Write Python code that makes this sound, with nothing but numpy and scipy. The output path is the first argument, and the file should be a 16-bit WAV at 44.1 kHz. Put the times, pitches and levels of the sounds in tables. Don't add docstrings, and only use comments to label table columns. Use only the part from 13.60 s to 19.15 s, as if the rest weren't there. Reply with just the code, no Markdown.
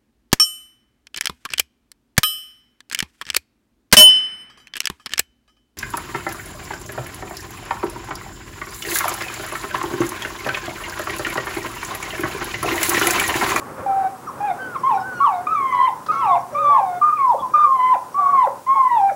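import sys
import numpy as np
from scipy import signal
from scipy.fft import rfft, irfft, next_fast_len
from scipy.io import wavfile
from scipy.ndimage import uniform_filter1d

SR = 44100
rng = np.random.default_rng(int(sys.argv[2]) if len(sys.argv) > 2 else 0)


def waveform_to_disk(signal):
    frames = np.transpose(np.atleast_2d(signal))
    scaled = np.clip(frames, -1, 1) * 32767
    samples = np.round(scaled).astype(np.int16)
    wavfile.write(sys.argv[1], SR, samples)


N = 244973

# f/Hz, relative level/dB
RUMBLE_COLOUR = [(15, -64), (25, -28.5), (113, -3.5), (421, -3), (567, -2), (644, -8.5), (763, -7),
                 (814, -5), (1190, -3.5), (1330, -6), (4000, -39), (5200, -80), (8800, -120)]
# t/s, level/dB
HUM_LEVELS = [(0.0, -68), (1.3, -59.5), (2.1, -55.5), (2.5, -71), (2.7, -55.5), (3.85, -53.5), (4.0, -67.5),
              (4.2, -57), (4.9, -61), (5.55, -57)]
# f/Hz, relative level/dB
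HISS_COLOUR = [(1470, -21.5), (2500, -3), (4310, -7), (4410, -5), (7780, -4), (9220, -2), (14300, -8),
               (15600, -6)]
# f/Hz, level/dB
BUZZ_LEVELS = [(3800, -76), (5000, -73), (7400, -71), (9400, -71), (11000, -73), (13000, -79), (15300, -79)]
# t/s, length/s, first f/Hz, last f/Hz, level/dB
WHIMPER_GLIDES = [(0.01, 0.052, 1100, 1110, -45), (0.225, 0.059, 558, 555, -40),
                  (0.286, 0.052, 1430, 1280, -45.5), (0.668, 0.035, 1417, 964, -36.5),
                  (1.37, 0.028, 1465, 1475, -41.5), (2.925, 0.17, 596, 549, -35.5),
                  (3.097, 0.098, 717, 646, -38), (3.778, 0.035, 1176, 1150, -34.5),
                  (3.821, 0.045, 1113, 962, -21.5), (3.945, 0.042, 558, 626, -40),
                  (4.059, 0.04, 521, 537, -37.5), (4.139, 0.08, 820, 708, -39),
                  (5.149, 0.041, 976, 836, -24.5)]
# f/Hz, level against the main tone/dB
MOUTH_THIRD = [(1900, -16.5), (2500, -12.5), (3000, -22.5), (3500, -27), (4500, -26)]
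# f/Hz, level against the main tone/dB
MOUTH_UPPER = [(1500, -46), (2800, -57), (3500, -34.5), (4300, -53), (5000, -55), (5800, -50.5),
               (6500, -59), (8000, -78)]
# t/s, lead-in/s, sink time/s, length/s, first f/Hz, turning f/Hz, low f/Hz,
# four times level/dB (start to end), first and last overtone strength/dB, 3rd harmonic boost/dB
SINKING_CRIES = [(0.26, 0.018, 0.151, 0.23, 809, 782, 754.6, -24.5, -28.5, -27.5, -21.5, -23, -24.5, -8),
                 (0.802, 0.056, 0.045, 0.13, 808, 845, 682, -29.5, -28.5, -27, -27, -25, -16.5, 1),
                 (1.232, 0.051, 0.038, 0.21, 1014, 1085, 753, -25, -23.5, -23.5, -35.5, -26.5, -37, 4),
                 (1.601, 0.042, 0.05, 0.23, 1081, 1148, 715, -19.5, -22, -24, -32, -32.5, -12.5, -1),
                 (2.121, 0.0708, 0.045, 0.155, 1122, 1079, 1022, -23.5, -28, -18.5, -12, -22, -34, 9),
                 (2.518, 0.085, 0.06, 0.27, 1075, 1113, 687.7, -35.5, -25.5, -22.5, -26.5, -19, -26, 6),
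                 (3.092, 0.05, 0.091, 0.31, 852.6, 890, 705, -28.5, -26, -23.5, -26.5, -28.5, -16, -2.5),
                 (4.575, 0.016, 0.013, 0.21, 785, 777, 718, -40, -28, -30.5, -34, -15, -11, -0.5)]
# t/s, rough peak level/dB, f/Hz
NOSE_SQUEAKS = [(0.668, -50, 5650), (0.8834, -46, 3670), (1.1816, -56, 5500), (1.34, -52, 5600),
                (1.393, -51, 5220), (1.553, -52, 5870), (1.732, -50, 3750), (1.94, -51, 6200),
                (2.106, -53, 6105), (2.532, -48, 6080), (2.573, -51, 5780), (2.64, -58, 5220),
                (2.782, -47.5, 5570), (2.9248, -51.5, 5620), (3.024, -50, 6180), (3.677, -50, 5050),
                (3.7893, -38, 3370), (3.8681, -51.5, 5590), (3.926, -50, 5650), (4.52, -47, 5640),
                (4.797, -55, 5110), (5.52, -48, 5780)]
# t/s, f/Hz, level/dB, overtone strength/dB (2nd harmonic against the main tone)
LOUD_CRIES = [
    [(0.985, 1522, -44, -35), (1.019, 1555, -34.5, -24), (1.119, 1445, -45, -43), (1.151, 1328, -37, -25),
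     (1.165, 1056, -26.5, -21), (1.19, 1071, -67, -24)],
    [(1.41, 1450, -46, -18), (1.472, 1535, -36.5, -44), (1.6, 1415, -41, -14), (1.634, 1332, -25.5, -48),
     (1.65, 1157, -16.5, -43), (1.68, 924, -18, -38)],
    [(1.868, 1188, -15.5, -18), (1.884, 1246, -32, -23), (1.922, 1312, -22.5, -30),
     (1.968, 1174, -25, -14.5), (2.018, 1089, -25.5, -21.5), (2.126, 1009, -33.5, -4),
     (2.15, 998.7, -21, -19), (2.198, 994.5, -19, -18.5), (2.254, 1009, -19, -27), (2.27, 1030, -44.5, 7),
     (2.28, 959, -18, -27), (2.31, 737, -34.5, -42)],
    [(2.484, 1265, -23, -37), (2.51, 1254, -19.5, -32), (2.52, 1300, -26, -38.5), (2.528, 1424, -33, -31),
     (2.55, 1340, -29, -36), (2.625, 1320, -27.5, -27), (2.655, 1235, -31, -28), (2.67, 1158, -29.5, -23),
     (2.72, 1091, -17.5, -33), (2.75, 958, -22.5, -27), (2.768, 741, -20, -30.5), (2.785, 707, -38, -1.5)],
    [(2.945, 1148, -27, -20.5), (2.989, 1206, -21, -26), (3.001, 1257, -26.5, -27), (3.053, 1165, -19, -25),
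     (3.117, 1162, -14, -28.5), (3.171, 1041, -15.5, -31), (3.199, 818, -16.5, -44.5),
     (3.215, 567, -41, -10.5)],
    [(3.413, 1205, -15, -36), (3.431, 1197, -11, -41), (3.469, 1226, -10.5, -49),
     (3.503, 1207, -11.5, -32.5), (3.513, 1187, -13, -41), (3.522, 1236, -18, -36), (3.57, 1220, -36, -10),
     (3.59, 1132, -18, -20), (3.631, 1077, -17, -25.5), (3.712, 944.4, -14, -48),
     (3.737, 750, -21.5, -31.5), (3.752, 600, -26, -20)],
    [(3.935, 1172, -20, -40), (3.945, 1213, -11, -33), (4.045, 1196, -8.5, -35), (4.062, 1110, -16.5, -42),
     (4.072, 1092, -16.5, -30), (4.099, 1066, -17.5, -48), (4.153, 1053, -15.5, -33.5),
     (4.172, 1028, -21.5, -26.5), (4.204, 1005, -14.5, -22.5), (4.288, 1026, -17, -16),
     (4.328, 1024, -9.5, -33.5), (4.338, 962, -14, -26.5), (4.363, 611, -26.5, -9.5)],
    [(4.542, 1104, -23, -32), (4.598, 1177, -16, -49.5), (4.684, 1097, -16, -34.5),
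     (4.696, 1141, -13.5, -36), (4.724, 1109, -21, -31), (4.748, 1104, -9.5, -40), (4.774, 1063, -15, -25),
     (4.83, 999, -12.5, -23.5), (4.85, 848, -16, -39), (4.878, 587, -33, 12.5)],
    [(5.063, 996, -29, -15), (5.093, 1066, -15.5, -33), (5.145, 1098, -17, -28), (5.269, 1008, -14.5, -30),
     (5.298, 987, -30, -4.5), (5.31, 967, -18.5, -21), (5.35, 945, -15.5, -24),
     (5.412, 789.2, -16.5, -30.5), (5.48, 794.5, -23.5, -23), (5.5, 763, -21, -10.5),
     (5.525, 555, -37, -21.5)],
]
LOUD_BOOSTS = [7, 8, -1, 2.5, 3, -7, 0, -4, -3.5]
# t/s, crackle level/dB, time to fade by 60 dB/s, thud level/dB
PAW_STEPS = [(2.149, -28, 0.019, -53), (2.461, -37.5, 0.13, -47.5), (2.51, -41, 0.58, -63),
             (3.808, -56, 0.17, -40)]
# f/Hz, relative level/dB
PAPER_COLOUR = [(300, -16.5), (1200, 7.5), (2500, -18.5), (4000, -11.5), (5300, -12), (6500, -22.5),
                (8000, -29.5)]
# t/s, peak level/dB
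CLOSING_CROAKS = [(2.772, -38), (3.205, -31), (3.742, -24), (4.355, -33), (4.868, -20.5), (5.515, -33.5)]


def from_db(db):
    return 10 ** (np.asarray(db) / 20)


def rms_one(x):
    return x / np.sqrt(np.mean(x ** 2) + 1e-20)


def at_hz(points, hz):
    return np.interp(np.log(hz), np.log(np.array(points)[:, 0]), np.array(points)[:, 1])


def drift(rate_hz):
    r = np.exp(-2 * np.pi * rate_hz / SR)
    return rms_one(signal.lfilter([1], [1, -2 * r, r * r], rng.standard_normal(N + 9000))[9000:])


def coloured_noise(colour):
    hz = np.maximum(np.fft.rfftfreq(N, 1 / SR), 1)
    return rms_one(irfft(rfft(rng.standard_normal(N)) * from_db(at_hz(colour, hz)), N))


def tones(pairs, scatter_turns=0.11):
    t = np.arange(N) / SR
    return sum(np.sqrt(2) * from_db(db) * np.sin(2 * np.pi * (hz * t + scatter_turns * rng.normal()))
               for hz, db in pairs)


def house_rumble(level_db=-44.5):
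    return from_db(level_db + 2.1 * drift(5.9)) * coloured_noise(RUMBLE_COLOUR)


def motor_hum(hz=126.2):
    db = np.interp(np.arange(N) / SR, *np.transpose(HUM_LEVELS)) + 1.5 * drift(9.0) + 1.5 * drift(2.2)
    return from_db(db) * tones([(hz, 0), (2 * hz, -5.5)])


def tape_noise(hiss_db=-51, buzz_hz=4 * 59.94, whistle_hz=15734.3):
    harmonics = np.arange(16, 64)
    hz = harmonics * buzz_hz
    db = at_hz(BUZZ_LEVELS, hz) - 4 * (harmonics % 2 == 0)
    return from_db(hiss_db) * coloured_noise(HISS_COLOUR) + tones([*zip(hz, db), (whistle_hz, -67)])


def overtone_levels(pitch, db, strength_db, boost_db):
    third = db + 0.55 * strength_db + boost_db + at_hz(MOUTH_THIRD, 3 * pitch)
    upper = [db + 0.54 * boost_db + at_hz(MOUTH_UPPER, k * pitch) for k in range(4, 8)]
    return [db + strength_db, third, *upper]


def voice(cries, shaky=1, jitter=0.0045, shimmer_db=0.6, breath_db=-22):
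    out = np.zeros(N)
    wobble = 1 + shaky * jitter * (drift(9.9) + drift(30.0)) / np.sqrt(2)
    tremble = from_db(shaky * shimmer_db * drift(64.0)) + from_db(breath_db) * drift(170.0)
    flicker, rasp = from_db(2.5 * drift(8.7)), drift(150.0)
    for cry in cries:
        times, hz, *columns = np.transpose(cry)
        span = np.arange(round(times[0] * SR), min(round(times[-1] * SR), N))
        t = span / SR
        pitch = np.interp(t, times, hz)
        phase = 2 * np.pi * np.cumsum(pitch * wobble[span]) / SR
        db, *extras = [np.interp(t, times, column) for column in columns]
        tone = from_db(db) * np.sin(phase) * tremble[span]
        octaves_per_s = np.gradient(uniform_filter1d(np.log2(pitch), size=400)) * SR
        hoarse = np.clip(0.3 - 0.08 * octaves_per_s, 0.3, 1)
        for k, overtone_db in enumerate(overtone_levels(pitch, db, *extras) if extras else [], 2):
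            shifted = (span + 7001 * k) % N
            roughness = np.sqrt(1 - 0.9 * hoarse ** 2) + hoarse * rasp[shifted]
            tone += from_db(overtone_db) * np.sin(k * phase) * flicker[shifted] * roughness
        fades = np.clip(np.minimum((t - t[0]) / 0.0055, (t[-1] - t) / 0.0028), 0, 1)
        out[span] += np.sqrt(2) * tone * fades
    return out


def whimpers():
    return [[(start, first_hz, db), (start + length, last_hz, db)]
            for start, length, first_hz, last_hz, db in WHIMPER_GLIDES]


def room(x, fade_s=0.39, echo_db=-15, wall_cut_hz=3280, ring_hz=1075, ring_db=0.1):
    size = next_fast_len(N + SR)
    hz = np.fft.rfftfreq(size, 1 / SR)
    walls = 1 + 1j * hz / wall_cut_hz
    echoes = 0
    for k, lag_s in enumerate([.0113, .0149, .0177, .0211, .0243, .0289, .0317, .0361, .0409, .0453]):
        bounce = from_db(-60 * lag_s / fade_s) / walls * np.exp(-2j * np.pi * hz * lag_s)
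        echoes += (-1) ** k * bounce / (1 - bounce)
    r, angle = from_db(-60 / (fade_s * SR)), 2 * np.pi * ring_hz / SR
    ring = (1 - r * r) / 2 * signal.lfilter([1, 0, -1], [1, -2 * r * np.cos(angle), r * r], x + 1e-18)
    return from_db(echo_db) * irfft(rfft(x, size) * echoes, size)[:N] + from_db(ring_db) * ring


def sinking_pup(sharpness=1.5, fade_s=0.015, fade_db=-17):
    cries = []
    for start, lead, sink, length, first_hz, turn_hz, low_hz, *levels in SINKING_CRIES:
        *loudness, first_strength, last_strength, boost_db = levels
        age = np.linspace(0, length, 80)
        held_hz = np.interp(age, [0, lead], [first_hz, turn_hz])
        hz = low_hz + (held_hz - low_hz) * np.exp(-(np.maximum(age - lead, 0) / sink) ** sharpness)
        db = np.interp(age, np.sort([0, lead, lead + sink, length]), loudness)
        db += fade_db * np.maximum(1 - (length - age) / fade_s, 0)
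        strength_db = np.linspace(first_strength, last_strength, 80)
        cries.append(np.transpose([start + age, hz, db, strength_db, np.full(80, boost_db)]))
    return voice(cries, shaky=1.62)


def nose_squeaks(length_s=0.055, fall=0.06, rasp_depth=0.6):
    out, waver = np.zeros(N), 0.012 * drift(60.0)
    rasp = (1 + rasp_depth * drift(150.0)) / (1 + 2 * rasp_depth)
    for time, db, hz in NOSE_SQUEAKS:
        start = time - 0.01
        span = np.arange(round(start * SR), min(round((start + length_s) * SR), N))
        pitch = hz * (1 + waver[span] - fall * np.linspace(-0.5, 0.5, len(span)))
        swell = from_db(db) * np.hanning(len(span)) * rasp[span]
        out[span] += swell * np.sin(2 * np.pi * np.cumsum(pitch) / SR)
    return out


def loud_pup():
    return voice([[(*row, boost_db) for row in cry] for cry, boost_db in zip(LOUD_CRIES, LOUD_BOOSTS)])


def gain_control(x, limit_db=-22, slope=0.68, recover_db_per_s=4.5, react_s=0.038, lift_db=7.5):
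    level_db = 10 * np.log10(uniform_filter1d(x ** 2, size=2048) + 1e-9)
    ramp = recover_db_per_s * np.arange(N) / SR
    held_db = np.maximum.accumulate(level_db + ramp) - ramp
    r = np.exp(-1 / (react_s * SR))
    excess_db = signal.lfilter([1 - r], [1, -r], np.maximum(held_db - limit_db, 0))
    return from_db(lift_db - slope * excess_db) * x


def paws_on_paper(rise_s=0.003):
    crackle = coloured_noise(PAPER_COLOUR) * from_db(1.5 * drift(100.0))
    low_band = signal.butter(3, [80, 400], "band", fs=SR, output="sos")
    thud = rms_one(signal.sosfilt(low_band, rng.standard_normal(N)))
    out, t = np.zeros(N), np.arange(N) / SR
    for start, crackle_db, fade_s, thud_db in PAW_STEPS:
        age = np.maximum(t - start, 0)
        shape = np.minimum(age / rise_s, 1) * from_db(-60 * age / fade_s)
        out += shape * (from_db(crackle_db) * crackle + from_db(thud_db) * thud)
    return out


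def croaks(hz=566.6, length_s=0.017):
    return [[(start, hz, db - 2), (start + length_s / 2, hz, db), (start + length_s, hz, db - 2)]
            for start, db in CLOSING_CROAKS]


def scene():
    pups = loud_pup() + sinking_pup() + voice(whimpers() + croaks(), shaky=3.5)
    litter = pups + nose_squeaks() + paws_on_paper()
    return (litter + room(litter) + house_rumble() + motor_hum())[None]


def record(dry, cutoff_hz=15750):
    taped = gain_control(dry[0]) + tape_noise()
    return signal.sosfilt(signal.ellip(16, 0.5, 80, cutoff_hz, fs=SR, output="sos"), taped)[None]


dry = scene()
out = record(dry)
waveform_to_disk(out)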